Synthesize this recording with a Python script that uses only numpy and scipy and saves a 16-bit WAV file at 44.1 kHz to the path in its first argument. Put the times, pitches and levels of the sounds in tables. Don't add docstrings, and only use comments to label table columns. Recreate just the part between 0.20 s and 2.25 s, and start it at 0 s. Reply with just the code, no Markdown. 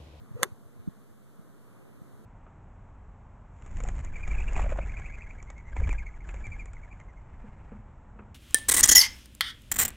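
import sys
import numpy as np
from scipy import signal
from scipy.fft import rfft, irfft
from scipy.io import wavfile
from scipy.ndimage import uniform_filter1d

SR = 44100
rng = np.random.default_rng(int(sys.argv[2]) if len(sys.argv) > 2 else 0)


def volts(x):
    e = np.asarray(x, float) / 20
    return 10 ** e


def store_wav(level_fs):
    pcm = np.round(np.clip(np.atleast_2d(level_fs), -1, 1) * 32767)
    wavfile.write(sys.argv[1], SR, pcm.T.astype(np.int16))


N = 90404
T = np.arange(N) / SR


def noise():
    return rng.standard_normal(N)


def unit(x):
    return x / np.sqrt(np.mean(x ** 2))


def band(x, centre_hz, width_hz):
    return unit(signal.lfilter(*signal.iirpeak(centre_hz, centre_hz / width_hz, fs=SR), x))


def walk(rate_hz):
    hold = int(SR / rate_hz)
    steps = np.repeat(rng.standard_normal(N // hold + 1), hold)
    return 1.26 * uniform_filter1d(uniform_filter1d(steps, hold), hold)[:N]


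def fade(start_s, t60_s):
    return (T >= start_s) * np.exp(-np.log(1000) * np.maximum(T - start_s, 0) / t60_s)


def air(spectrum, flicker_db):
    # time in seconds, level in dB.
    swell_points = [(0, 0), (.5, -3), (1.1, -3), (1.4, -0.5), (1.7, -0.5), (2.05, -0.5)]
    swell_db = np.interp(T, *np.array(swell_points).T)
    f = np.maximum(np.fft.rfftfreq(N, 1 / SR), 1)
    hz, density_db = np.array(spectrum).T
    spec = rfft(noise()) * volts(np.interp(np.log(f), np.log(hz), density_db)) * np.sqrt(SR / 2)
    octave = np.clip(np.log2(f / 30), 0, 9)
    out = 0
    for k in range(10):
        part = irfft(spec * np.maximum(1 - abs(octave - k), 0), N)
        depth = 1 if k < 7 else 0.3
        out = out + part * volts((flicker_db * walk(12) + swell_db) * depth)
    return out


def far_traffic():
    # frequency in Hz, level in dB per Hz.
    far_spectrum = [(40, -94), (110, -72), (400, -87.5), (800, -100), (1250, -99), (2200, -111),
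                    (5500, -122), (14000, -119)]
    drone = volts(-61 + 2.5 * walk(9)) * band(noise(), centre_hz=210.8, width_hz=13)
    return air(far_spectrum, flicker_db=0.81) + drone


def diffuse_air():
    # frequency in Hz, level in dB per Hz.
    apart_spectrum = [(30, -96), (100, -86), (200, -87), (400, -94.5), (800, -101), (2000, -110),
                      (5500, -122), (14000, -119)]
    return air(apart_spectrum, flicker_db=2.5)


def wind_puffs():
    # centre in seconds, level in dB, pitch in Hz, length (Gaussian sigma) in ms.
    puff_rows = [(0.029, -41.5, 102, 13), (0.116, -31, 139, 4), (.138, -59, 110, 6), (0.155, -31, 115, 8.9),
                 (.208, -38.5, 111, 10), (0.273, -48, 110, 8.4), (0.326, -35, 102, 5.9), (.43, -46, 172, 5),
                 (0.464, -42, 100, 6), (.57, -42, 123, 8.4), (.60, -41, 95, 11.6), (.677, -26.5, 181, 3.7),
                 (0.687, -25, 140, 2.9), (0.914, -47.5, 86, 7.5), (1.195, -39.5, 170, 3.2),
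                 (1.776, -46.5, 100, 9), (1.82, -29, 120, 1.8), (1.892, -48, 119, 6),
                 (1.943, -44, 100, 8.8), (1.987, -42.5, 110, 6)]
    out = np.zeros(N)
    for centre_s, db, hz, ms in puff_rows:
        t = T - centre_s
        envelope = np.exp(-(t / (ms / 1000)) ** 2 / 2)
        out += volts(db) * envelope * np.cos(2 * np.pi * (hz * t + rng.random()))
    raggedness = 0.44
    return (1 + raggedness * walk(350)) * out


def swing():
    # time in seconds, shedding pitch in Hz, level in dB.
    swing_points = [
        (.14, 400, -74),
        (.173, 470, -41),
        (.188, 490, -66),
        (.198, 480, -38),
        (.209, 520, -49),
        (.222, 540, -34),
        (.24, 450, -50.5),
        (0.255, 388, -38.5),
        (.285, 364, -75),
    ]
    s, hz, db = np.array(swing_points).T
    waver, flutter = 0.07, 0.35
    overtone_ratio, overtone_db = 2.6, -18
    rush_db, rush_peak_s, rush_rise_s = -51, 0.2294, 0.038

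    phase = 2 * np.pi * np.cumsum(np.interp(T, s, hz) * (1 + waver * walk(200))) / SR
    level_db = uniform_filter1d(np.interp(T, s, db, left=-120, right=-120), size=200)
    tone = np.sin(phase) * (1 + flutter * walk(250))
    overtone = np.sin(overtone_ratio * phase) * walk(350) * volts(overtone_db)
    whistle = np.sqrt(2) * volts(level_db) * (tone + overtone)

    rush = band(noise(), 350, 350) + 0.76 * band(noise(), 1100, 800) + 0.5 * band(noise(), 9000, 7000)
    return whistle + volts(rush_db) * rush * np.exp(-abs(T - rush_peak_s) / rush_rise_s)


def turf_and_spray():
    start_s, turf_rise_s = 0.2262, 0.002
    turf_db, turf_t60_s = -31.5, 0.046
    spray_db, spray_t60_s = -58, 0.55

    grains = noise() * volts(4.5 * walk(900))
    turf = band(grains, 1500, 2500) + 2.9 * band(grains, 8000, 9000)
    turf_level = volts(turf_db) * fade(start_s, turf_t60_s) * np.clip((T - start_s) / turf_rise_s, 0, 1)
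    spray = band(noise(), 9000, 8000) + 0.5 * band(noise(), 1300, 1200)
    return turf * turf_level + volts(spray_db) * fade(start_s, spray_t60_s) * spray


def ring_modes(push):
    # frequency in Hz, level in dB, t60 in seconds.
    head_modes = [(222, -17.5, 0.033), (520, -19.5, 0.024), (603, -23.5, 0.033), (830, -19, 0.023),
                  (1115, -20.5, 0.046), (1321, -16, 0.026), (1707, -11.5, 0.012), (2005, -3, 0.0089),
                  (2694, -6.5, 0.0059), (3573, -8, 0.013), (4090, -9, 0.0054), (6435, 4, 0.0026),
                  (8320, 12, 0.0029), (11560, 11.5, 0.0031)]
    out = np.zeros(N)
    for k, (hz, db, t60_s) in enumerate(head_modes):
        sign = (-1) ** (k + 1) if hz > 2400 else -1
        pole = np.exp((2j * np.pi * hz - np.log(1000) / t60_s) / SR)
        out += sign * volts(db) * signal.lfilter([1], [1, -pole], push).imag
    return out


def club_contacts():
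    # start in seconds, level in dB, push length in ms, click in dB re level.
    contact_rows = [
        (.2280, -12, 0.49, -26),
        (.2313, -4.5, .06, 3.5),
        (0.233, -15.5, .14, -26.5),
        (0.235, -17.5, 0.18, -23.5),
        (.2370, -12, 0.15, -13.5),
        (.2435, -16.5, 0.45, -12),
    ]
    ring_db, click_level_db, spike_db = -4, -5.5, -6.5
    push, click = np.zeros(N), np.zeros(N)
    grit = signal.lfilter([1, -0.9], [1], noise())
    for start_s, db, ms, click_db in contact_rows:
        length_s = ms / 1000
        x = (T - start_s) / length_s
        pulse = np.where((x > 0) & (x < 1), np.sin(np.pi * x) ** 2, 0)
        push += volts(db) * pulse / (length_s * SR / 2)
        push[int(start_s * SR)] += volts(db + click_db + spike_db)
        click += volts(db + click_db) * fade(start_s, t60_s=0.0082) * grit
    return volts(ring_db) * ring_modes(push) + volts(click_level_db) * click


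def scene():
    puff_opposite = 0.087
    hit_lag_ms, swing_lag_ms, swing_far_db = 0.02, 0.13, 6
    shadow_hz, shadow_floor, offset_db = 3000, 0.1, -56

    far, apart = far_traffic(), diffuse_air()
    wind = wind_puffs() / (1 + puff_opposite)
    whoosh = swing()
    hit = signal.lfilter(*signal.butter(2, 70, "high", fs=SR), turf_and_spray() + club_contacts())

    late_hit = np.interp(T - hit_lag_ms / 1000, T, hit)
    late_whoosh = np.interp(T - swing_lag_ms / 1000, T, whoosh)
    behind = late_hit + volts(swing_far_db) * late_whoosh
    low = signal.lfilter(*signal.butter(1, shadow_hz, fs=SR), behind)
    shaded = low + shadow_floor * (behind - low)

    first = (hit + whoosh) / 2 + far + apart - puff_opposite * wind
    second = shaded / 2 + far - apart + wind + volts(offset_db)
    return np.array([first, second])


def top_cut(x):
    return signal.sosfilt(signal.butter(12, 13920, fs=SR, output="sos"), x)


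def record(dry):
    port_delay_samples, port_share = 17, 0.98
    hiss_db, hiss_hz = -69.5, 6260
    right_db, ceiling, top_hz = 0.5, 0.8, 13950

    late_other = np.pad(dry[::-1], ((0, 0), (port_delay_samples, 0)))[:, :N]
    hiss_filter = signal.butter(3, hiss_hz, "high", fs=SR, output="sos")
    hiss = signal.sosfilt(hiss_filter, rng.standard_normal((2, N)))
    x = dry - port_share * late_other + volts(hiss_db) * hiss
    x = ceiling * np.tanh(x * volts([[0], [right_db]]) / ceiling)
    x = signal.sosfilt(signal.ellip(8, 0.3, 32, top_hz, fs=SR, output="sos"), x)
    return top_cut(x)


dry = scene()
out = record(dry)
store_wav(out)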